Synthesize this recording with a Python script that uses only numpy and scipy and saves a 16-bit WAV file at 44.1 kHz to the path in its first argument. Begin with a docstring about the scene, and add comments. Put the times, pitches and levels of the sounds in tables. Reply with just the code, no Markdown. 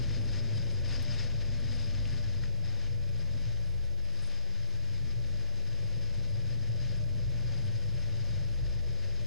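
"""A camera on a car follows two longboarders down a mountain road of patched asphalt.
Throughout, road-shaken body and tyres (noise-driven modes, drifting sines) boom under roaring wheels (noise).
From the start the airstream (bursty shaped noise) flutters in the camera's housing, strongest before 2.3 s;
gusts spit treble until 4.4 s. Bumps (damped sines) come from 0.5 s to 3.5 s and from 6.3 s to 8.6 s.
Grit ticks at 1.0 s and 2.1 s; a stone clacks at 2.4 s (noise cracks, short rings)."""
import sys
import numpy as np
from scipy.fft import rfft, irfft, next_fast_len
from scipy.io import wavfile
from scipy.ndimage import uniform_filter1d, map_coordinates

SR = 44100
rng = np.random.default_rng(int(sys.argv[2]) if len(sys.argv) > 2 else 0)


def materialize(psi):
    """Save the field psi as 16-bit PCM at rate SR to the path in sys.argv[1].

    A 1-D psi becomes a single channel; in a 2-D psi each row is a channel.
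    """
    bounded = np.clip(np.atleast_2d(psi).T, -1, 1)
    quanta = np.round(bounded * 32767).astype(np.int16)
    wavfile.write(sys.argv[1], SR, quanta)


N = 408366


def amp(db):
    """Amplitude ratio from dB."""
    return 10 ** (np.asarray(db) / 20)


def unit(x):
    """x scaled to rms 1."""
    return x / np.sqrt(np.mean(x ** 2) + 1e-20)


def along(points, hz):
    """(f/Hz, value) points interpolated on a log frequency axis."""
    f, v = np.transpose(points)
    return np.interp(np.log(hz + 1), np.log(f + 1), v)


def curves(rows):
    """One value per sample for each column after the time."""
    s, *cols = np.transpose(rows)
    return [np.interp(np.arange(N) / SR, s, c) for c in cols]


def wobble(rate_hz):
    """A smooth random curve, rate_hz knots a second."""
    knots = rng.standard_normal(int(N * rate_hz / SR) + 4)
    return map_coordinates(knots, [np.arange(N) * rate_hz / SR])


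def swells(rows):
    """A curve in dB with one smooth rise and fall for each row."""
    t = np.arange(N) / SR
    return sum(db * np.cos(np.pi * np.clip((t - s) / length_s, -.5, .5)) ** 2 for s, length_s, db in rows)


def follow(control_db, law):
    """Layer level in dB driven by a control; law: mean offset/dB, slope/(dB per dB)."""
    offset_db, slope = law
    mean_db = control_db.mean()
    return mean_db + offset_db + slope * (control_db - mean_db)


def filtered(x, response):
    """x times a complex response of frequency."""
    m = next_fast_len(N + SR // 2)
    return irfft(rfft(x, m) * response(np.fft.rfftfreq(m, 1 / SR)), m)[..., :N]


def resonance(f, hz, width_hz):
    """A causal resonance with gain 1 at its centre."""
    return 1j * f * width_hz / (hz * hz - f * f + 1j * f * width_hz)


def shaken(modes):
    """Steep-sided modes driven by a random force, rms 1."""
    def gain(f):
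        power = sum(amp(db) ** 2 * abs(resonance(f, hz, 2 * half_width_hz)) ** 8
                    for hz, half_width_hz, db in modes)
        return np.sqrt(power)
    return unit(filtered(rng.standard_normal(N), gain))


def wavering(tones, sway_db):
    """Separate hums, each drifting in pitch and loudness on its own, rms 1."""
    total = np.zeros(N)
    for hz, drift_hz, db in tones:
        level = amp(db + sway_db * wobble(11))
        phase = 2 * np.pi * np.cumsum(hz + drift_hz * wobble(24)) / SR
        total += level * np.sin(phase)
    return unit(total)


def steady(x, span_s):
    """The same vibration with its swells longer than span_s evened out, rms 1."""
    power = np.abs(uniform_filter1d(x * x, max(int(span_s * SR), 1)))
    smooth_power = np.abs(uniform_filter1d(power, SR // 25))
    return unit(x / np.sqrt(smooth_power + 1e-3))


# road shaking the tyres: t/s, control/dB
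SHAKE = [(0.0, -38), (0.41, -40.5), (0.55, -38), (0.8, -40.5), (1.3, -41), (2.45, -41), (2.56, -48),
         (2.63, -38.5), (2.78, -48.5), (2.9, -43), (3.44, -43.5), (3.55, -47), (3.7, -44), (4.0, -51.5),
         (4.2, -49), (4.43, -55), (4.55, -48.5), (5.21, -42.5), (5.58, -50.5), (5.8, -43), (6.2, -44.5),
         (6.36, -41), (7.2, -39.5), (8.3, -41), (8.39, -36), (8.51, -46), (8.6, -43), (9.26, -46.5)]
# tyre modes: f/Hz, half-width/Hz, relative level/dB
TYRE = [(88.8, 11.6, -2.5), (101.2, 9, 1), (118.9, 24, 0), (127, 19, -12.5), (150, 20.7, -10),
        (188, 30, -28.5)]
# tyre hums: f/Hz, drift scale/Hz, relative level/dB
HUM = [(158.9, 4.97, 1), (177, 3.02, -1), (192.8, 2.9, -4)]
# laws on the shaking: mean offset/dB, slope/(dB per dB)
RUMBLE_LAW = (-0.068, 0.96)
HUM_LAW = (-14, 0.55)


def tyres():
    """Road shaking drives the tyres' noise-excited modes and drifting hums."""
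    shake_db, = curves(SHAKE)
    rumble = amp(follow(shake_db, RUMBLE_LAW)) * steady(shaken(TYRE), span_s=0.17)
    hum = amp(follow(shake_db, HUM_LAW)) * wavering(HUM, sway_db=4.0)
    return rumble + hum


# car body boom: t/s, control/dB, pitch f/Hz
HEAVE = [(0.0, -43, 50), (0.2, -39.5, 55), (0.54, -52, 55), (0.85, -40.5, 55.6), (1.08, -48.5, 55.8),
         (1.3, -45, 56), (1.75, -42.5, 55.9), (1.88, -48.5, 54), (2.03, -37.5, 53.5), (2.18, -47, 55.5),
         (2.42, -42.5, 56.5), (2.62, -55, 53), (2.95, -45, 52), (3.35, -47, 55.5), (3.52, -41.5, 56.5),
         (3.63, -46.5, 55.5), (3.75, -41, 55), (4.05, -51, 55.5), (4.56, -54.5, 56), (4.95, -52.5, 51),
         (5.12, -43, 55.5), (5.38, -47, 56), (5.55, -55, 52), (5.9, -49, 56), (6.45, -46.5, 55),
         (6.78, -48.5, 52), (6.9, -42.5, 52), (7.03, -46, 52), (7.16, -40, 52), (7.75, -49, 55),
         (7.92, -44, 55), (8.2, -50, 52), (8.35, -43.5, 55.5), (8.48, -47, 55.4), (8.64, -37.5, 55.4),
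         (9.0, -47.5, 55.55), (9.26, -50, 50)]
# looser body modes: f/Hz, half-width/Hz, relative level/dB
BODY = [(30, 14, -17), (44.6, 9.5, -1), (55.9, 8.1, 1.5)]
# law on the heaving: mean offset/dB, slope/(dB per dB)
BOOM_LAW = (-0.14, 1)


def boom(drift_hz, sway_db):
    """Waves in the road boom the car's body on one narrow note, over looser modes."""
    heave_db, hz = curves(HEAVE)
    note = np.sin(2 * np.pi * np.cumsum(hz + drift_hz * wobble(14)) / SR)
    body = unit(unit(note) + amp(sway_db) * shaken(BODY))
    return amp(follow(heave_db, BOOM_LAW)) * steady(body, span_s=0.25)


# bumps in the road: t/s, level/dB, bounce f/Hz
BUMPS = [(0.515, -29, 105), (0.836, -29.5, 95.5), (1.998, -30, 104), (2.895, -29.5, 108),
         (3.455, -23, 113.7), (6.33, -25, 113.8), (6.686, -26, 112.5), (7.661, -26, 105), (8.372, -24, 93),
         (8.62, -25, 103.3)]


def bumps(t60_s, attack_s):
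    """Each bump sets the tyres bouncing: a damped sine with a soft attack."""
    out, t = np.zeros(N + SR), np.arange(SR // 2) / SR
    envelope = amp(-60 * t / t60_s) * (1 - np.exp(-t / attack_s)) ** 2
    for s, db, hz in BUMPS:
        out[round(s * SR):][:len(t)] -= amp(db) * envelope * np.sin(2 * np.pi * hz * t)
    return out[:N]


# air ring inside the tyres: t/s, control/dB
RING = [(0.0, -49.5), (0.15, -49), (0.7, -55), (1.4, -54.5), (2.05, -53), (2.6, -62), (2.9, -57.5),
        (3.12, -65.5), (3.38, -57.5), (3.58, -68.5), (4.0, -64.5), (4.45, -72), (4.9, -64.5), (6.2, -61),
        (7.45, -58), (8.6, -66), (9.0, -61.5), (9.26, -63.5)]
# cavity notes: f/Hz, drift scale/Hz, relative level/dB
CAVITY = [(226.6, 6.13, -10), (245.4, 2.78, -2), (261.4, 3.31, -6)]
# loose murmur: f/Hz, half-width/Hz, relative level/dB
MURMUR = [(163, 30, 4), (190, 28, -2), (224, 29, 0.5)]
# law on the ring control: mean offset/dB, slope/(dB per dB)
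RING_LAW = (-0.8, 1.03)


def tyre_cavity(murmur_db):
    """Air inside the tyres rings on drifting notes over a loose noise-driven murmur."""
    ring_db, = curves(RING)
    cavity = wavering(CAVITY, sway_db=3.5) + amp(murmur_db) * shaken(MURMUR)
    return amp(follow(ring_db, RING_LAW)) * cavity


# panel drone: t/s, level/dB before a 0.1 dB trim
DRONE = [(0.0, -54), (0.7, -56), (1.25, -59.5), (3.35, -62), (3.6, -63), (4.5, -62.5), (5.3, -61.5),
         (6.9, -60.5), (9.26, -60)]
# panel modes: f/Hz, half-width/Hz, relative level/dB
PANELS = [(258, 55, -7), (304.5, 29, -2.5), (317, 17.5, -1), (356.5, 22, -1), (387, 21, 0), (413, 21, -3.5)]
# panel notes: f/Hz, drift scale/Hz, relative level/dB
PANEL_NOTES = [(315.5, 3.48, -1), (357, 1.65, 0), (384.3, 3.6, -2)]


def panel_drone(notes_db):
    """Road-driven panels drone in broad modes and narrow drifting notes."""
    drone_db, = curves(DRONE)
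    panels = unit(shaken(PANELS) + amp(notes_db) * wavering(PANEL_NOTES, sway_db=4.0))
    return amp(drone_db - 0.1) * steady(panels, span_s=0.21)


# asphalt coarseness: t/s, control/dB
COARSE = [(0.0, -50), (1.15, -50), (2.55, -53.5), (3.33, -52.5), (3.7, -56), (4.4, -56), (5.05, -57.5),
          (5.24, -53.5), (5.8, -54.5), (6.05, -52), (9.24, -52.5)]
# tread modes: f/Hz, half-width/Hz, relative level/dB
TREAD = [(451, 42, -6.5), (488, 34, 0), (528, 44, 0), (569, 38, -0.5), (601, 24.5, -1), (627, 25, -6.5),
         (660, 40, -15), (706, 26, -12), (790, 37, -17.5)]
# tread notes: f/Hz, drift scale/Hz, relative level/dB
TREAD_NOTES = [(492.6, 5.98, -4), (574, 7, -3), (596.7, 6.025, 0)]
# law on the coarseness: mean offset/dB, slope/(dB per dB)
TREAD_LAW = (-5, 1)


def tread_roar(notes_db):
    """Coarse asphalt drives the tread's broad modes and narrow drifting notes."""
    coarse_db, = curves(COARSE)
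    blocks = unit(shaken(TREAD) + amp(notes_db) * wavering(TREAD_NOTES, sway_db=4.5))
    level_db = follow(coarse_db, TREAD_LAW) + 0.64 * wobble(11)
    return amp(level_db) * steady(blocks, span_s=0.16)


# airstream strength: t/s, control/dB
AIR = [(0.0, -50), (0.08, -51.5), (0.13, -49), (0.23, -53.5), (0.34, -48.3), (0.46, -53), (0.57, -49.5),
       (0.66, -53.5), (0.73, -50.3), (0.81, -53.5), (0.89, -47.5), (0.95, -46), (1.0, -48.3), (1.1, -48.7),
       (1.17, -47), (1.25, -48.5), (1.33, -52.7), (1.38, -53.5), (1.42, -50.5), (1.5, -52.3), (1.64, -52),
       (1.72, -49.7), (1.83, -49.3), (1.93, -51.3), (2.05, -50.2), (2.16, -50.3), (2.3, -53), (2.39, -55),
       (2.45, -52.5), (2.5, -56.3), (2.6, -59), (2.68, -53.5), (2.88, -54.5), (2.93, -57.5), (3.13, -58),
       (3.18, -53.7), (3.3, -56.5), (3.43, -53.5), (3.7, -57.3), (3.96, -60.5), (4.02, -56), (4.14, -54.7),
       (4.2, -52.5), (4.29, -52.3), (4.42, -55.5), (4.56, -54.8), (4.8, -56.3), (4.95, -55), (5.25, -56.5),
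       (5.4, -54.7), (5.85, -55.7), (6.0, -53.7), (6.3, -56), (6.5, -54.5), (6.73, -56.3), (6.82, -52),
       (6.93, -53.2), (7.06, -57.3), (7.3, -55.7), (7.52, -52.7), (7.68, -54.5), (8.1, -53.7),
       (8.38, -53.4), (8.52, -57.3), (8.69, -53.5), (8.85, -56.5), (9.05, -53.5), (9.26, -56)]
TURBULENCE_DB, TURBULENCE_GROWTH = 0.3, 0.071  # sway at mean strength; exponent per dB


def airflow():
    """The airstream's control in dB: the stronger it is the more it sways."""
    air_db, = curves(AIR)
    sway_db = TURBULENCE_DB * np.exp(TURBULENCE_GROWTH * (air_db - air_db.mean()))
    return air_db + sway_db * wobble(22)


# rush spectrum: f/Hz, relative density/(dB per Hz)
RUSH = [(300, -13), (700, -6), (1300, -11.5), (1600, -3.5), (2750, -2.5), (3350, -4.5), (3900, -2.5),
        (4500, -6), (5700, -9.5), (6600, -8), (7500, -16.5), (9200, -23.5), (11000, -42), (15000, -38)]
# housing cavities: f/Hz, width/Hz, boost/dB
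HOUSING = [(1050, 58, 2.7), (1194, 68, 7.9), (1437, 110, 5.5), (1758, 340, 5.6), (2290, 250, 2.1),
           (2640, 66, 1.8), (3106, 90, 5.5), (3660, 90, 5.2), (4280, 135, 4.7), (5110, 565, 13.1),
           (6170, 99, 6.2), (10100, 280, 4.4)]
# law on the airstream: mean offset/dB, slope/(dB per dB)
RUSH_LAW = (-0.6, 0.95)


def airstream(air_db, flutter_db, grain_db):
    """Eddies break on the camera in quick bursts and sound the cavities of its housing."""
    white = rng.standard_normal(N)
    eddies = unit(white * amp(flutter_db * wobble(55) + grain_db * wobble(600)))

    def colour(f):
        cavities_db = sum(db * abs(resonance(f, hz, width_hz)) ** 2 for hz, width_hz, db in HOUSING)
        return amp(along(RUSH, f) + cavities_db)
    return amp(follow(air_db, RUSH_LAW)) * unit(filtered(eddies, colour))


# treble gusts: middle t/s, length/s, rise/dB
GUSTS = [(0.31, 0.15, 1), (0.57, 0.13, 5), (0.733, 0.087, 6), (0.892, 0.039, 12), (0.947, 0.072, 7),
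         (1.173, 0.084, 5), (1.245, 0.083, 8), (1.774, 0.23, 3.5), (2.078, 0.031, 9), (2.13, 0.061, 7.5),
         (2.342, 0.049, 8), (3.193, 0.08, 7.5), (4.24, 0.3, 8)]
# law on the airstream: mean offset/dB, slope/(dB per dB)
SIZZLE_LAW = (-24, 0.14)


def sizzle(air_db, sway_db, spurt_db):
    """The sharpest eddies spit short spurts of treble, most of all in gusts."""
    spurt_level_db = sway_db * wobble(6.8) + spurt_db * np.tanh(wobble(60)) + 4.0 * wobble(350)
    spurts = unit(rng.standard_normal(N) * amp(spurt_level_db))

    def colour(f):
        return abs(resonance(f, 9740, 730)) ** 2 + 0.59 * abs(resonance(f, 7900, 3500)) ** 4
    level_db = follow(air_db, SIZZLE_LAW) + swells(GUSTS)
    return amp(level_db) * unit(filtered(spurts, colour))


# slit modes: f/Hz, half-width/Hz, relative level/dB
SLIT = [(4840, 190, -2.5), (4980, 230, -1), (5310, 150, -2.5)]
# law on the airstream: mean offset/dB, slope/(dB per dB)
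WHISTLE_LAW = (-9.5, 1.56)


def whistle(air_db, flutter_db):
    """Air over a slit in the housing gives a hoarse whistle that grows faster than the rush."""
    hoarse = unit(shaken(SLIT) * amp(flutter_db * wobble(45)))
    return amp(follow(air_db, WHISTLE_LAW)) * hoarse


# wheels rolling: t/s, control/dB
ROLL = [(0.0, -65.5), (0.85, -65.5), (0.9, -60), (0.93, -63.5), (1.7, -67.5), (1.75, -65), (2.4, -66.5),
        (2.45, -64), (2.5, -69), (2.71, -65), (3.14, -71), (3.17, -67), (3.84, -68.5), (3.87, -70),
        (4.26, -67), (5.16, -70.5), (5.42, -67), (7.3, -70), (7.53, -64), (7.76, -69), (8.07, -66.5),
        (9.26, -69)]
# roar spectrum: f/Hz, relative density/(dB per Hz)
ROAR = [(20, 5), (100, 10), (300, 0.5), (700, 4.5), (850, 0.5), (1000, -3), (1400, -3.5), (2500, -1.5),
        (5000, -12), (12000, -61)]
# law on the rolling: mean offset/dB, slope/(dB per dB)
ROAR_LAW = (6.25, 1.34)


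def wheels(grain_db, spread):
    """Wheels chatter over the stones of the asphalt: a wide, finely grained roar."""
    roll_db, = curves(ROLL)
    mid, side = rng.standard_normal((2, N)) * amp(grain_db * wobble(400))
    pair = np.array([mid + spread * side, mid - spread * side])
    roar = filtered(pair, lambda f: amp(along(ROAR, f)))
    return amp(follow(roll_db, ROAR_LAW)) * unit(roar)


# stone contacts: t/s, level/dB
STONE = [(2.4363, -35), (2.4393, -44), (2.4435, -56), (2.4575, -55)]
# stone ring modes: f/Hz, relative level/dB, t60/s
CLACK = [(1480, -7, 0.033), (1850, -1, .02), (2350, -9, 0.01), (3520, -13, 0.011), (5040, -13, .025)]


def stone(crack_db, crack_t60_s, attack_s):
    """A stone clacks on the car and skitters off: each contact is a crack and a few quickly dying modes."""
    out, t = np.zeros(N + SR), np.arange(SR // 10) / SR
    attack = 1 - np.exp(-t / attack_s)
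    for s, db in STONE:
        ring = np.zeros(len(t))
        for hz, mode_db, t60_s in CLACK:
            ring += amp(mode_db + rng.normal(0, 1) - 60 * t / t60_s) * np.sin(2 * np.pi * hz * t)
        crack = amp(crack_db - 60 * t / crack_t60_s) * rng.standard_normal(len(t))
        out[round(s * SR):][:len(t)] += amp(db) * attack * (ring + crack)
    return out[:N]


# grit strikes: t/s, level/dB, f/Hz, crack filter width per pass/Hz, t60/s, crack share/0-1
GRIT = [(1.022, -49, 9300, 5500, .05, 0.9), (2.052, -39.5, 2780, 1400, 0.037, 0.85)]


def grit():
    """A grain of grit gives a compact knock in one band and a very short ring."""
    out, t = np.zeros(N + SR), np.arange(SR // 10) / SR
    attack = 1 - np.exp(-t / 0.0032)
    for s, db, hz, width_hz, t60_s, share in GRIT:
        band = filtered(rng.standard_normal(N), lambda f: resonance(f, hz, width_hz) ** 2)
        crack = unit(band)[:len(t)]
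        ring = np.sin(2 * np.pi * hz * t)
        envelope = attack * amp(db - 60 * t / t60_s)
        out[round(s * SR):][:len(t)] += envelope * (share * crack + (1 - share) * ring)
    return out[:N]


# buffeting spectrum: f/Hz, relative density/(dB per Hz)
BUFFET = [(3, -16), (12, -4), (25, -4), (45, 1), (80, -38), (200, -37), (600, -80)]


def buffet(level_db):
    """A faint, very deep buffeting, independent noise at each port."""
    return amp(level_db) * unit(filtered(rng.standard_normal((2, N)), lambda f: amp(along(BUFFET, f))))


# port level difference: f/Hz, left minus right/dB
TILT = [(50, -3.5), (115, -3), (200, -0.5), (260, 2), (350, 5), (490, 8), (600, 8.5), (800, 6.5), (1500, 6),
        (6000, 5.5), (10000, 2.5)]
# port phase difference: f/Hz, left lead/rad
LEAD = [(20, .15), (60, 0.49), (120, 0.57), (240, 0.91), (340, 0.89), (500, 0.6), (750, 0.3), (1500, 0.086)]


def ports(x):
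    """The housing colours and delays the sound differently at each microphone port."""
    def response(f):
        half = amp(along(TILT, f) / 2) * np.exp(.5j * along(LEAD, f))
        pair = np.array([half, 1 / half])
        return pair / np.abs(pair.mean(axis=0))  # mean of both ports has gain 1
    return filtered(x, response)


def scene():
    """Car, airstream and wheels reach the camera through its two ports; buffeting adds to each."""
    car = tyres() + tyre_cavity(murmur_db=-2.5) + panel_drone(notes_db=-3.5) + tread_roar(notes_db=-4.5)
    car = car + boom(drift_hz=0.69, sway_db=-3) + bumps(t60_s=0.16, attack_s=0.0084)
    air_db = airflow()
    air = airstream(air_db, flutter_db=1.15, grain_db=0.84) + sizzle(air_db, sway_db=1.5, spurt_db=4.5)
    air = air + whistle(air_db, flutter_db=2.7)
    strikes = stone(crack_db=-16, crack_t60_s=0.0054, attack_s=0.0005) + grit()
    return ports(car + air + strikes + wheels(grain_db=0.5, spread=0.46)) + buffet(level_db=-53)


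# hiss spectrum: f/Hz, relative density/(dB per Hz)
HISS = [(100, -12), (3000, -5.5), (8000, -1), (11000, -1.5), (15000, -7)]
# constant offset, one row per channel: offset/full scale
OFFSET = [
    [.0338],
    [-.0199],
]
TOP_HZ = 15100


def record(dry):
    """The camera adds faint hiss and a constant offset, and keeps nothing above its band limit."""
    hiss = unit(filtered(rng.standard_normal((2, N)), lambda f: amp(along(HISS, f))))
    hissy = dry + amp([[-72], [-70]]) * hiss
    return filtered(hissy, lambda f: f < TOP_HZ) + np.array(OFFSET)


dry = scene()
out = record(dry)
materialize(out)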